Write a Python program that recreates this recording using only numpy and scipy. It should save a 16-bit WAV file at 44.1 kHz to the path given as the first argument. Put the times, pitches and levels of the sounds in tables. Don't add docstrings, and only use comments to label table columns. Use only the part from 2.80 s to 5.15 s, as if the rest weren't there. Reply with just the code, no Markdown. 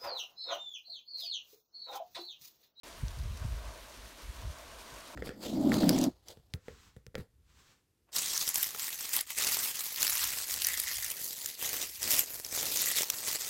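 import sys
import numpy as np
from scipy import signal
from scipy.fft import rfft, irfft
from scipy.io import wavfile
from scipy.ndimage import uniform_filter1d

SR = 44100
rng = np.random.default_rng(int(sys.argv[2]) if len(sys.argv) > 2 else 0)


def elevation(decibels):
    levels = np.asarray(decibels, float)
    return 10 ** (levels / 20)


def transcribe(u):
    v = np.clip(np.atleast_2d(u).T, -1, 1)
    q = np.round(v * 32767).astype(np.int16)
    wavfile.write(sys.argv[1], SR, q)


N = 103635
T = np.arange(N) / SR


def curve(table):
    times, values = np.array(table).T
    return np.interp(T, times, values)


def level(x, db):
    return x * elevation(db) / np.sqrt(np.mean(x ** 2))


def band(x, hz, width):
    b, a = signal.iirpeak(min(hz, .45 * SR), hz / width, fs=SR)
    return signal.lfilter(b, a, x)


def band_noise(hz, width, second_width):
    return band(band(rng.standard_normal(N), hz, width), hz, second_width)


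def walk(rate_hz):
    hold = int(SR / rate_hz)
    w = np.repeat(rng.standard_normal(N // hold + 1), hold)
    w = uniform_filter1d(uniform_filter1d(w, hold), hold)[:N]
    w = w - uniform_filter1d(w, size=4 * hold)
    return w / w.std()


def ring(start_s, size, hz, decay_s, rise_s):
    t = np.arange(int(5 * decay_s * SR) + 8) / SR
    i = int(start_s * SR)
    envelope = np.exp(-t / decay_s) * (1 - np.exp(-t / rise_s))
    wave = size * np.sin(2 * np.pi * hz * t) * envelope
    return slice(i, min(i + len(t), N)), wave[:N - i]


def throat():
    # pitch_hz, width_hz, level_db
    modes = [
        (464, 190, -9.5),
        (637, 197, 4.5),
        (957, 185, 0.5),
        (1099, 240, 2),
        (1545, 180, -4),
    ]
    # start_s, level_db
    surge = [(.05, -60), (.32, -61), (.54, -62), (.64, -52), (.7, -60), (.78, -52.5), (.95, -53.5),
             (1.02, -60.5), (1.09, -57), (1.19, -62.5), (1.51, -64), (1.59, -56), (1.78, -55),
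             (1.94, -56.5), (2.06, -54.5), (2.19, -53), (2.26, -60), (2.34, -49)]
    shared_gulp_db = .9 * walk(21.9)
    roar = np.zeros(N)
    for hz, width, db in modes:
        gain = elevation(db + shared_gulp_db + 1.3 * walk(15))
        roar += gain * band_noise(hz, width, 1.4 * width) / np.sqrt(width)
    return level(roar, -0.13) * elevation(curve(surge))


def spurts():
    spurts_per_s, decay_s, spurt_db = 70, 0.0013, -1.5
    kicks = np.zeros(N)
    when, size = rng.random((400, 2))[:int(spurts_per_s * N / SR)].T
    kicks[(when * N).astype(int)] = elevation(spurt_db) * np.minimum(-np.log(1 - size), 2)
    return 1 + signal.lfilter([1], [1, -np.exp(-1 / (decay_s * SR))], kicks)


def spray():
    # pitch_hz, level_db
    spectrum = [
        (110, -10),
        (228, -2),
        (500, -3),
        (1300, -5.5),
        (2400, -7.5),
        (4000, -7.5),
        (9000, -13),
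        (16000, -22),
    ]
    # start_s, level_db
    flow = [(.04, 2), (.2, 0), (.5, -1.5), (.66, 0), (.8, 0), (.95, 0), (1.3, -0.5), (1.6, .5), (1.8, -0.5),
            (2.1, 1.5), (2.35, 1)]
    hiss_hz, hiss_db = np.array(spectrum).T
    flutter_db = .6 * walk(35.12)
    burst = spurts()
    hiss = np.zeros(N)
    for hz in 150 * 2 ** np.arange(0, 6.9, 1 / 3):
        flicker_db = .9 * walk(18)
        db = np.interp(np.log(hz), np.log(hiss_hz), hiss_db) + flutter_db + flicker_db
        crackle = burst ** min(hz / 6000, 1)
        hiss += elevation(db) * crackle * band_noise(hz, hz / 2.5, hz / 2.5)
    return level(hiss, -53) * elevation(curve(flow))


def drops():
    drops_per_s, quiet_db, spread_db, cycles = 900, -57.5, 4.5, 2.35
    spatter = np.zeros(N)
    for place, chance, pitch in rng.random((2500, 3))[:int(drops_per_s * N / SR)]:
        hz = 1200 * 9 ** pitch
        loudness = min(-np.log(1 - chance), 3.2)
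        size = elevation(quiet_db + spread_db * loudness)
        at, wave = ring(place * N / SR, size, hz, cycles / hz / 3, 3e-5)
        spatter[at] += wave
    return spatter


def wind():
    # start_s, level_db
    gusts = [(.04, -65), (.17, -56), (.24, -38), (.34, -45), (.41, -38), (.53, -38.5), (.58, -47),
             (.71, -31.5), (.79, -41), (.83, -48.5), (.94, -55), (.97, -58), (1.41, -70), (1.72, -49),
             (1.75, -59.5), (2.0, -55), (2.05, -67), (2.35, -66.5)]
    # start_s, level_db, pitch_hz, length_cycles
    thumps = [(.236, -29, 119.4, 1.74), (0.254, -29, 55.4, 1.65), (0.406, -34, 68.3, 3),
              (.455, -35, 102, 2.8), (.51, -36.5, 98, 1.66), (0.549, -46, 110, 2.0),
              (0.617, -30, 68.4, 1.8), (.652, -31.5, 125, 2.3), (.72, -32.5, 50, 3.8),
              (0.878, -39, 53, 3.1), (1.019, -53, 44.5, 2.5), (1.19, -47, 50, 2.6), (1.25, -45.5, 56, 3.3),
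              (1.351, -54, 45, 2.7), (1.45, -41.5, 50, 2), (1.494, -33.5, 55, 1.6), (1.56, -45, 64, 1.8),
              (1.595, -39.5, 54, 1.8), (1.632, -40, 80, 1.6), (1.652, -37, 101, 2.1),
              (1.67, -32.5, 54.5, 1.9), (1.699, -36, 74, 2.5), (2.13, -51.5, 136, 2.0),
              (2.16, -49.5, 50, 3.6)]
    buffet_hz, width_hz, evenness = 50, 27.3, 0.81
    x = band_noise(buffet_hz, width_hz, 2.67 * width_hz)
    x = x + elevation(-30) * level(band_noise(100, 64, 64), 0) * x.std()
    size = uniform_filter1d(np.abs(signal.hilbert(x)), size=900)
    x = level(x / size ** evenness, 0) * elevation(curve(gusts))
    x = signal.sosfilt(signal.butter(2, 140, fs=SR, output="sos"), x)
    for start_s, db, hz, cycles in thumps:
        t = T - start_s
        body = np.cos(2 * np.pi * hz * t)
        edge = elevation(-14) * np.sin(3.8 * np.pi * hz * t)
        x = x + elevation(db) * (body + edge) * np.exp(-.5 * (3.0 * t * hz / cycles) ** 2)
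    return signal.sosfilt(signal.butter(2, 27, "high", fs=SR, output="sos"), x)


def ticks():
    # start_s, peak_db, pitch_hz
    flakes = [(.041, -37, 5360), (.077, -44, 3300), (.127, -34.5, 3680), (.267, -43, 5000),
              (.282, -32, 4440), (0.2817, -33, 6000), (.415, -37, 4000), (.660, -38, 5300),
              (.938, -43, 9000), (1.857, -50, 5200), (1.880, -38, 5400), (1.9, -45, 4360),
              (2.028, -42, 9000), (2.208, -37.5, 5000), (2.265, -44, 4730), (2.276, -42, 9100),
              (2.306, -52, 11000)]
    t60_s, crack_db, trim_db = .0035, -12, -1
    out = np.zeros(N)
    for start_s, db, hz in flakes:
        at, wave = ring(start_s + .0008, elevation(db + trim_db), hz, t60_s / np.log(1000), 1e-4)
        crack = rng.standard_normal(400)[:len(wave)]
        crack = crack * np.exp(-np.arange(len(wave)) / SR / 0.00032)
        out[at] += wave + elevation(db + trim_db + crack_db) * crack
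    return out


def scene():
    # pitch_hz, width_hz, depth (0-1)
    dips = [
        (775, 93, 0.55),
        (5000, 140, 0.47),
        (7680, 1200, 0.26),
        (10400, 500, 0.43),
    ]
    far = throat() + spray() + drops()
    for hz, width, depth in dips:
        far = far - depth * band(far, hz, width)
    return (far + ticks() + wind())[None]


def top_cut(x):
    return signal.sosfilt(signal.butter(12, 16120, fs=SR, output="sos"), x)


def record(dry):
    top_hz, start_s = 15830, 0.033
    spectrum = rfft(dry, axis=1) * (np.arange(N // 2 + 1) * SR / N < top_hz)
    mix = irfft(spectrum, N, axis=1) * (T > start_s)
    return top_cut(mix)


dry = scene()
out = record(dry)
transcribe(out)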